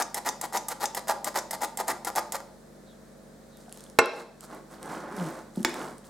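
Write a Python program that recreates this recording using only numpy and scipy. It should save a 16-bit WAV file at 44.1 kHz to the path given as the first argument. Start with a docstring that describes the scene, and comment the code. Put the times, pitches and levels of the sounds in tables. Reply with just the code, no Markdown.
"""Clicks and a wiry rasp come first: a squeeze-handle steel sifter is pumped over a glass bowl, its wires
sweeping the mesh and shaking the can. An appliance hums behind it. The sifter is set down on a china
plate, which rings; a spoon crunches flour into a moist mixture, rocks the bowl and strikes the glass.
All stand together on the counter of a small kitchen, heard from nearby by a close pair of microphones."""
import sys
import numpy as np
from scipy import signal
from scipy.fft import rfft, irfft
from scipy.io import wavfile
from scipy.ndimage import uniform_filter1d, minimum_filter1d

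SR = 44100
rng = np.random.default_rng(int(sys.argv[2]) if len(sys.argv) > 2 else 0)


def digitize_waveform(pressure):
    """Quantize a signal to 16-bit integers and store it at the path in sys.argv[1].

    Rows of a 2-D input are taken as channels; values are limited to [-1, 1].
    """
    field = np.atleast_2d(pressure).T
    bounded = np.clip(field, -1, 1)
    quanta = np.round(bounded * 32767).astype(np.int16)
    wavfile.write(sys.argv[1], SR, quanta)


N = 268833
TIME = np.arange(N) / SR


def amp(db):
    """Decibels to gain."""
    return 10 ** (np.asarray(db) / 20)


def rms_one(x):
    """Scale to an rms of 1."""
    return x / np.sqrt(np.mean(x ** 2) + 1e-20)


def at_hz(points, hz):
    """Read a table on a log-frequency axis."""
    f, value = np.transpose(points)
    return np.interp(np.log(np.maximum(hz, 1)), np.log(f), value)


def convolve(x, response):
    """Causal convolution, cut to the scene's length."""
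    return signal.oaconvolve(x, response)[:N]


def colour(x, spectrum, size=4096):
    """Minimum-phase filter of unit energy: only the shape of the spectrum counts."""
    cepstrum = irfft(np.log(amp(at_hz(spectrum, np.arange(size // 2 + 1) * SR / size))))
    cepstrum[1:size // 2] *= 2
    cepstrum[size // 2 + 1:] = 0
    response = irfft(np.exp(rfft(cepstrum)))
    return convolve(x, response / np.linalg.norm(response))


def ring(x, modes):
    """Each impulse in x sets every mode (Hz, dB, t60) ringing, with alternating signs."""
    t = TIME[:SR // 2]
    response = sum((-1) ** k * amp(db - 60 * t / t60) * np.sin(2 * np.pi * hz * t)
                   for k, (hz, db, t60) in enumerate(modes))
    return convolve(x, response)


def flutter(size):
    """Random wavering of spread 1 that is smooth over size samples."""
    return rms_one(uniform_filter1d(uniform_filter1d(rng.standard_normal(N), size), size))


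def grains(per_s, spread_db):
    """Random tiny impacts of uneven size; rms 1."""
    sizes = amp(spread_db * np.minimum(rng.exponential(1, N), 4)) * rng.choice([-1, 1], N)
    return rms_one(sizes * (rng.random(N) < per_s / SR))


def contacts(events, chatter=0, t60=.01):
    """One impulse per event (s, dB), with an optional dying chatter of micro-contacts."""
    out, t = np.zeros(N + SR), TIME[:SR // 10]
    for s, db in events:
        burst = rng.standard_normal(len(t)) * amp(-60 * t / t60)
        burst *= chatter / np.linalg.norm(burst)
        burst[0] = 1
        at = round(s * SR)
        out[at:at + len(t)] += amp(db) * burst / np.linalg.norm(burst)
    return out[:N]


# the hand squeezes the lever (time [s], length [s], force [dB], hardness of contact [dB/octave])
SQUEEZES = [(-.02, .045, -24.5, 4), (0.248, 0.048, -25.5, 1.5), (0.525, 0.058, -27.5, -0.5),
            (0.8, 0.049, -26, -4.5), (1.073, 0.046, -23.5, -5), (1.343, 0.051, -26, 4),
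            (1.606, 0.047, -26, -1.5), (1.872, 0.046, -25, 1.5), (2.153, 0.043, -23, -4.5)]
# the lever is let go with a click (time [s], click level [dB], spring force [dB])
RELEASES = [(0.1442, -13, -30.5), (.413, -16.5, -29), (.6842, -13.5, -30), (0.9478, -15.5, -29.5),
            (1.2444, -14, -28), (1.509, -14.5, -28.5), (1.7725, -16, -27), (2.0477, -17, -28),
            (2.3218, -14, -27)]

def sweeps(return_delay_s=0.009, return_s=0.036, return_hardness=-1.5):
    """The hand drives the wires across, the spring pulls them back; rows like SQUEEZES, in time order."""
    returns = [(s + return_delay_s, return_s, force_db, return_hardness) for s, _, force_db in RELEASES]
    return sorted([tuple(row) for row in SQUEEZES] + returns)


# the rotor knocks against the can (time [s], level [dB])
ROTOR_KNOCKS = [(.014, -9), (.560, -26), (.834, -17), (1.088, -20), (1.361, -10), (1.623, -16),
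                (2.072, -17), (2.102, -13), (2.183, -3.5), (2.404, -20.5)]
# broad colour of the can (frequency [Hz], level [dB])
CAN_COLOUR = [(100, -12), (220, -11), (400, -13), (800, 3), (1300, -0.5), (2100, -9.5), (2700, -48),
              (5000, -2), (16000, -14)]
# resonances of the can (frequency [Hz], width [Hz], level [dB])
CAN_MODES = [(414, 27, -11), (556, 29, -12), (684, 114, -6), (842, 140, -0.5), (882, 52, 4), (969, 74, 1.5),
             (1196, 74, -0.5), (1390, 91, -4), (1657, 140, -8), (1880, 112, -4.5)]

def sifter_can(drag, snaps):
    """Dragging wires, rotor knocks and snaps shake the steel can into resonance."""
    starts, _, _, hardnesses = np.transpose(sweeps())
    hardness = np.interp(TIME, starts, hardnesses)
    scrape = drag * grains(per_s=2600, spread_db=1)
    shake = amp(-3) * scrape + amp(1.5) * contacts(ROTOR_KNOCKS) + amp(2) * snaps
    can = amp(-6.5) * colour(shake, CAN_COLOUR)
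    for hz, width, db in CAN_MODES:
        # harder contact favours the upper resonances; each also swells and fades as the wires travel
        strength = amp(hardness * np.log2(hz / 900) + 2 * flutter(size=2000))
        t60 = np.log(1000) / (np.pi * width)
        can += amp(28.5) * ring(shake * strength, [(hz, db + 20 * np.log10(width / SR), t60)])
    # the can's sound thins out below about 400 Hz
    return signal.sosfilt(signal.butter(2, 420, "high", fs=SR, output="sos"), can)


# bright rasp of the mesh (frequency [Hz], level [dB])
MESH_COLOUR = [(800, -27), (2000, -26), (2900, -2.5), (4200, 5), (5500, -3.5), (7000, 5.5), (9500, -0.5),
               (12500, 3.5), (15500, -22)]
# thin ringing of wires and mesh (frequency [Hz], level [dB], t60 [s])
WIRE_MODES = [(2070, 5.5, 0.02), (3230, -13, 0.018), (5350, 3.5, 0.025), (6350, -16, 0.011),
              (6800, 3, .012), (7440, 1, 0.013), (10100, -37, .015), (11100, -25, .008)]

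def sifter_mesh(drag, snaps):
    """The wires rasp over the mesh in tiny impacts; rasp and snaps set the thin steel ringing."""
    rasp = drag * grains(per_s=3500, spread_db=3)
    steel = ring(amp(-43.5) * rasp + amp(-23) * snaps, WIRE_MODES)
    return amp(-2.5) * colour(rasp, MESH_COLOUR) + steel


# the lever is squeezed right home against its stop (time [s], level [dB])
LEVER_STOPS = [(.0225, -13.5), (.2889, -12.5), (.5725, -14), (.8558, -13.5), (1.388, -17)]
# steel clicks at close range (frequency [Hz], level [dB])
CLICK_COLOUR = [(80, -27), (250, -18), (800, -9), (2000, 11), (2700, 2.5), (3500, 3), (5000, -1),
                (7500, 12.5), (10000, 7.5), (13000, 6), (16000, -6.5)]
# ringing of the lever (frequency [Hz], level [dB], t60 [s])
LEVER_MODES = [(3710, -0.5, 0.014), (4700, -7, 0.032), (5310, 2, 0.019), (5850, -3.5, 0.049),
               (6150, -4, 0.052), (6580, -3, 0.039), (7000, -1, 0.037), (7600, -2, .025)]

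def sifter_clicks(snaps):
    """Lever and wires click as they snap free; the lever chatters and rings on hitting its stop."""
    stops = contacts(LEVER_STOPS, chatter=1.0, t60=0.037)
    clicks = colour(amp(9.5) * snaps + amp(3.5) * stops, CLICK_COLOUR)
    return clicks + amp(-14) * ring(contacts(LEVER_STOPS), LEVER_MODES)


# the wires' travel through a sweep (time [share of its length], speed [share of top speed])
SWEEP_SPEED = [(0, 0.44), (.06, 0.16), (.55, 0.99), (.86, 0.67), (1.12, 0.22)]
# the wires catch and snap free during a squeeze (time [s], level [dB])
WIRE_CATCHES = [(.2623, -21), (.5307, -25), (1.0824, -19.5), (1.3573, -21), (1.375, -23), (1.6172, -21),
                (1.6382, -21), (1.8806, -13.5), (2.159, -13.5)]

def sifter(usual_force_db=-26, mesh_drive_db=-33.5, mesh_follows=0.63):
    """Each sweep speeds up and stops short; the wires catch and slip on the mesh and shake the can."""
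    can_force, mesh_force = np.zeros(N), np.zeros(N)
    for s, length, force_db, _ in sweeps():
        speed = np.interp((TIME - s) / length, *np.transpose(SWEEP_SPEED), left=0, right=0)
        can_force += amp(force_db) * speed
        # the mesh follows only a share of any change in force
        mesh_force += amp(mesh_drive_db + mesh_follows * (force_db - usual_force_db)) * speed
    catching = amp(2 * flutter(size=130))
    release_clicks = [(s, click_db) for s, click_db, _ in RELEASES]
    snaps = contacts(release_clicks + list(WIRE_CATCHES), chatter=7.8, t60=0.034)
    can = sifter_can(can_force * catching, snaps)
    mesh = sifter_mesh(mesh_force * catching, snaps)
    return can + mesh + sifter_clicks(snaps)


# an appliance humming in the background (frequency [Hz], level [dB])
HUM_TONES = [(49, -64.5), (147, -62.5), (196, -59.5), (225, -59), (245, -64), (294, -68.5), (343, -68),
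             (442, -68), (539, -64), (638, -66.5)]
# room tone of the kitchen (frequency [Hz], level [dB])
ROOM_TONE = [(25, -35), (50, -31), (75, -4.5), (120, -7.5), (210, 1), (270, -3.5), (400, -2), (540, -0.5),
             (950, -12), (1750, -14), (2200, -21), (2800, -27.5), (4000, -21), (5200, -23), (8000, -22),
             (11000, -27.5), (16000, -33.5)]

def hum_and_room_tone(noise_db=-54.5):
    """A steady motor hum, alike at both microphones, over the soft, wide noise of the room."""
    hum = sum(np.sqrt(2) * amp(db) * np.sin(2 * np.pi * (hz * TIME + rng.random()))
              for hz, db in HUM_TONES)
    mid, side = (colour(rng.standard_normal(N), ROOM_TONE) for _ in range(2))
    return hum + amp(noise_db) * (mid + amp(-4) * side * [[1], [-1]])


# faint falling squeaks (time [s], length [s], start pitch [Hz], end pitch [Hz], level [dB])
SQUEAKS = [(2.851, 0.098, 4250, 3100, -60.5), (3.497, .1, 4400, 3300, -62)]
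# the released handle settles (time [s], level [dB])
HANDLE_KNOCK = [(3.682, -41.5)]
# ringing of the handle (frequency [Hz], level [dB], t60 [s])
HANDLE_MODES = [(714, 2, 0.046), (1500, -14, .03)]

def squeaks_and_knock():
    """Two faint, thin, falling squeaks are heard, then a soft knock."""
    out = ring(contacts(HANDLE_KNOCK), HANDLE_MODES)
    for s, length, start_hz, end_hz, db in SQUEAKS:
        progress = np.clip((TIME - s) / length, 0, 1)
        hz = (start_hz + (end_hz - start_hz) * progress) * (1 + 0.0735 * flutter(size=25))
        out += amp(db) * np.sin(np.pi * progress) * np.sin(2 * np.pi * np.cumsum(hz) / SR)
    return out


# the spoon pushes through the mixture (peak time [s], build-up [s], ease-off [s], crunch [dB], grit [dB])
SPOON_PUSHES = [(3.605, 0.033, 0.052, -68, -59.5), (3.775, 0.1, 0.15, -63.5, -57),
                (4.2, 0.081, 0.033, -40.5, -46.5), (4.44, 0.029, 0.026, -52, -51),
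                (4.535, 0.057, 0.069, -47.5, -58.5), (4.725, 0.028, 0.043, -50, -55),
                (4.935, 0.12, 0.1, -40.5, -51.5), (5.09, 0.14, 0.14, -44.5, -71),
                (5.216, 0.096, 0.18, -40.5, -49.5), (5.385, 0.045, 0.029, -49.5, -58.5),
                (5.57, 0.028, 0.11, -58.5, -54), (5.81, 0.13, 0.12, -41, -49),
                (6.047, 0.0055, 0.071, -60, -55.5)]

def spoon_force(drop_db=12, roundness=1.57):
    """Each push builds up and eases off; gives the strength of the crunch and of the grit."""
    crunch, grit = np.zeros(N), np.zeros(N)
    for s, build_s, ease_s, crunch_db, grit_db in SPOON_PUSHES:
        from_peak = np.maximum((s - TIME) / build_s, (TIME - s) / ease_s)
        force = amp(-np.minimum(drop_db * from_peak ** roundness, 100))   # roundness 1: pointed, 2: bell
        crunch = np.hypot(crunch, amp(crunch_db) * force)
        grit = np.hypot(grit, amp(grit_db) * force)
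    return crunch, grit


# low crunch of flour (frequency [Hz], level [dB])
CRUNCH_COLOUR = [(80, -26.5), (160, -1), (260, 0.5), (350, 7), (440, 1.5), (900, 2.5), (1500, -2),
                 (2100, -10.5), (2700, -20), (6000, -27), (16000, -76)]
# hiss of grit under the spoon (frequency [Hz], level [dB])
GRIT_COLOUR = [(800, -11), (2500, -12), (4000, 0), (6000, 1), (8500, 3.5), (11000, -2.5), (15500, -12)]
# small ticks of spoon and steel (time [s], level [dB])
TICKS = [(3.5715, -35), (3.695, -38), (3.7255, -24), (3.774, -31.5), (3.807, -31.5), (3.8395, -29.5),
         (3.8995, -32), (4.0584, -10.5), (4.408, -25.5), (4.5485, -32), (4.8294, -25), (4.859, -34),
         (5.165, -30), (5.5595, -31), (5.63, -25), (5.695, -27), (5.7422, -22), (5.982, -34)]
# bright colour of those ticks (frequency [Hz], level [dB])
TICK_COLOUR = [(500, -41), (1500, -4), (5000, -2.5), (8500, 6), (12000, -1.5), (16000, -18)]

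def stirring():
    """Packed flour gives way in countless slips; grit ticks along the spoon and moist strands snap."""
    crunch, grit = spoon_force()
    flour = amp(3.5) * colour(crunch * grains(per_s=3000, spread_db=2), CRUNCH_COLOUR)
    hiss = amp(-1.5) * colour(grit * grains(per_s=3800, spread_db=4.5), GRIT_COLOUR)
    # each strand snaps at one of twelve pitches and dies away in 16 cycles
    strands = sum(ring(grit * grains(per_s=14, spread_db=3), [(hz, 0, 16 / hz)])
                  for hz in np.geomspace(3000, 13000, 12))
    ticks = amp(6) * colour(contacts(TICKS, chatter=1.8, t60=0.0039), TICK_COLOUR)
    return flour + hiss + amp(-23.5) * strands + ticks


# the sifter's rim lands on the plate (time [s], level [dB])
RIM_TOUCHES = [(3.9877, -1), (3.9890, -0.5), (3.9912, -15)]
# dull thud of the plate on the counter (frequency [Hz], level [dB])
THUD_COLOUR = [(30, -27), (110, -12), (240, -10.5), (450, -4), (1300, -4), (2500, -10.5), (3200, -20),
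               (5000, -19.5), (9000, -24), (16000, -34)]
# plate and can ringing together (frequency [Hz], level [dB], t60 [s])
PLATE_MODES = [(351, -26.5, 0.13), (462, -12.5, 0.073), (668, -21, 0.095), (820, -25, 0.12),
               (920, -28, 0.1), (1048, -27, 0.17), (1134, -15.5, 0.065), (1443, -13.5, 0.061),
               (1590, -38.5, 0.45), (1770, -26, 0.087), (2135, -14, 0.073), (2130, -43, .4),
               (2580, -24, 0.033), (2656, -15, 0.057), (2708, -38.5, 0.33), (3280, -48, 0.42),
               (4030, -21, 0.036), (4330, -39, 0.1), (4256, -57, 0.6), (5000, -23, 0.017),
               (5820, -33.5, 0.11), (7000, -26, 0.041), (7900, -29, 0.074), (9870, -40, .08)]

def sifter_on_plate():
    """The steel rim meets the china in quick touches; the firmest sets the plate ringing."""
    thud = amp(24) * colour(contacts(RIM_TOUCHES, chatter=1.32, t60=0.026), THUD_COLOUR)
    firmest = max(RIM_TOUCHES, key=lambda touch: touch[1])
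    return thud + amp(13) * ring(contacts([firmest]), PLATE_MODES)


# the bowl judders as it slides (time [s], slip rate [Hz], level [dB])
JUDDER = [(5.14, 225, -42), (5.168, 197, -43), (5.209, 180, -34.5), (5.239, 163, -40), (5.272, 156, -38.5),
          (5.32, 164, -70)]
# the bowl rocks (time [s], level [dB])
ROCKING = [(5.572, -19.5), (5.599, -28), (6.088, -24)]
# low ringing of its foot on the counter (frequency [Hz], level [dB], t60 [s])
FOOT_MODES = [(193, 0.5, 0.065), (226, 2, 0.037), (372, -10, 0.087), (596, -15.5, 0.039),
              (900, -21.5, 0.049)]

def bowl_foot():
    """Pushed by the spoon, the bowl sticks and slips on the counter, then rocks."""
    s, slip_hz, db = np.transpose(JUDDER)
    phase = 2 * np.pi * np.cumsum(np.interp(TIME, s, slip_hz)) / SR
    slips = np.sin(phase) + amp(-5) * np.sin(2 * phase) + amp(-11) * np.sin(3 * phase)
    uneven = amp(0.73 * flutter(size=300))
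    judder = rms_one(slips) * uneven * amp(np.interp(TIME, s, db, left=-120, right=-120))
    return judder + ring(contacts(ROCKING), FOOT_MODES)


# the spoon hits the glass (time [s], level [dB])
SPOON_HITS = [(5.6484, 0.5)]
# crack of that hit (frequency [Hz], level [dB])
CRACK_COLOUR = [(50, 9), (300, -3), (900, 10.5), (2000, 8.5), (3200, 1.5), (5500, 3.5), (9000, -7.5),
                (16000, -12)]
# ringing of the filled bowl and the spoon (frequency [Hz], level [dB], t60 [s])
GLASS_MODES = [(243, -31.5, 0.13), (351, -23, 0.095), (892, -28.5, 0.093), (1430, -40, 0.063),
               (2240, -31.5, 0.12), (3420, -27.5, 0.05), (5150, -32, 0.073), (5400, -32.5, 0.088),
               (5840, -28, 0.051), (7300, -28, 0.056)]

def spoon_on_glass():
    """A hard crack with a brief skid, and a short ring choked by the mixture."""
    crack = amp(6.5) * colour(contacts(SPOON_HITS, chatter=1.0, t60=0.016), CRACK_COLOUR)
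    return crack + ring(contacts(SPOON_HITS), GLASS_MODES)


# decay of the kitchen's reverberation (frequency [Hz], t60 [s])
ROOM_T60 = [(150, 0.05), (500, .5), (1500, 0.38), (4000, 0.51), (8000, 0.3), (15000, 0.5)]
# its colour at the microphones (frequency [Hz], level [dB])
ROOM_COLOUR = [(150, 0), (500, -4), (1500, -9.5), (4000, -9.5), (8000, -9.5), (15000, -22)]
# the share of it that differs between the microphones (frequency [Hz], level [dB])
ROOM_SIDE = [(150, -17), (500, -15), (2000, -6.5), (8000, -8.5)]

def at_microphones(x, pan_db, width_db, wet_db, dull_db=0):
    """Direct sound and kitchen reflections reach the pair; dull_db dims the reverberation's treble."""
    t, edges = TIME[:SR * 2 // 3], np.geomspace(90, 17000, 11)
    tail = np.zeros((2, len(t)))   # mid, side
    for low, high in zip(edges, edges[1:]):
        hz = np.sqrt(low * high)
        bandpass = signal.butter(2, [low, high], "band", fs=SR, output="sos")
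        band = signal.sosfilt(bandpass, rng.standard_normal(tail.shape))
        band *= amp(-60 * t / at_hz(ROOM_T60, hz)) * (1 - np.exp(-(t / 0.0024) ** 2))
        band_db = wet_db - dull_db * (hz > 5000) + at_hz(ROOM_COLOUR, hz)
        gain = np.sqrt(2 * (high - low) / SR) * amp(band_db) * amp([[0], [at_hz(ROOM_SIDE, hz)]])
        tail += gain * band / np.linalg.norm(band, axis=1, keepdims=True)
    # the counter and the wall reflect from the side within a few milliseconds, most in the treble
    near = signal.lfilter([1, -.45], [1], rng.standard_normal(len(t))) * amp(-60 * t / 0.0068)
    side = convolve(x, tail[1] + amp(width_db) * near / np.linalg.norm(near))
    left_right = np.array([[1], [-1]])
    return x * amp(left_right * pan_db / 2) + convolve(x, tail[0]) + left_right * side


def limiter(x, ceiling_db=2.5, recovery_db_per_s=25, reaction_s=0.0012):
    """The recorder turns its gain down at once on a peak over the ceiling, and lets it creep back."""
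    over_db = np.maximum(20 * np.log10(np.abs(x).max(axis=0) + 1e-9) - ceiling_db, 0)
    recovery_db = recovery_db_per_s * TIME
    held_db = np.maximum.accumulate(over_db + recovery_db) - recovery_db
    size = 2 * round(reaction_s * SR) + 1
    return x * amp(uniform_filter1d(minimum_filter1d(-held_db, size), size))


def scene():
    """Sifter, plate and bowl stand close together on the counter, just right of the pair's centre."""
    # the sifter sways among three spots over the bowl, so successive strokes meet different reflections
    spot = np.searchsorted([s - .02 for s, *_ in sweeps()], TIME) % 3
    opening = sifter() + squeaks_and_knock()
    swaying = sum(at_microphones(opening * (spot == k), pan_db=-.5, width_db=-10.5, wet_db=-0.07)
                  for k in np.unique(spot))
    plate = at_microphones(sifter_on_plate(), pan_db=-2, width_db=-6.5, wet_db=-3, dull_db=15)
    mixing = stirring() + spoon_on_glass() + bowl_foot()
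    bowl = at_microphones(mixing, pan_db=-0.5, width_db=-9, wet_db=1.4)
    return swaying + plate + bowl + hum_and_room_tone()


def record(dry):
    """The recorder ducks the loudest peaks, rounds what is left of them and cuts the highest treble."""
    rounded = np.tanh(limiter(dry)) * .95
    return signal.sosfilt(signal.cheby2(16, 70, 17200, fs=SR, output="sos"), rounded)


dry = scene()
out = record(dry)
digitize_waveform(out)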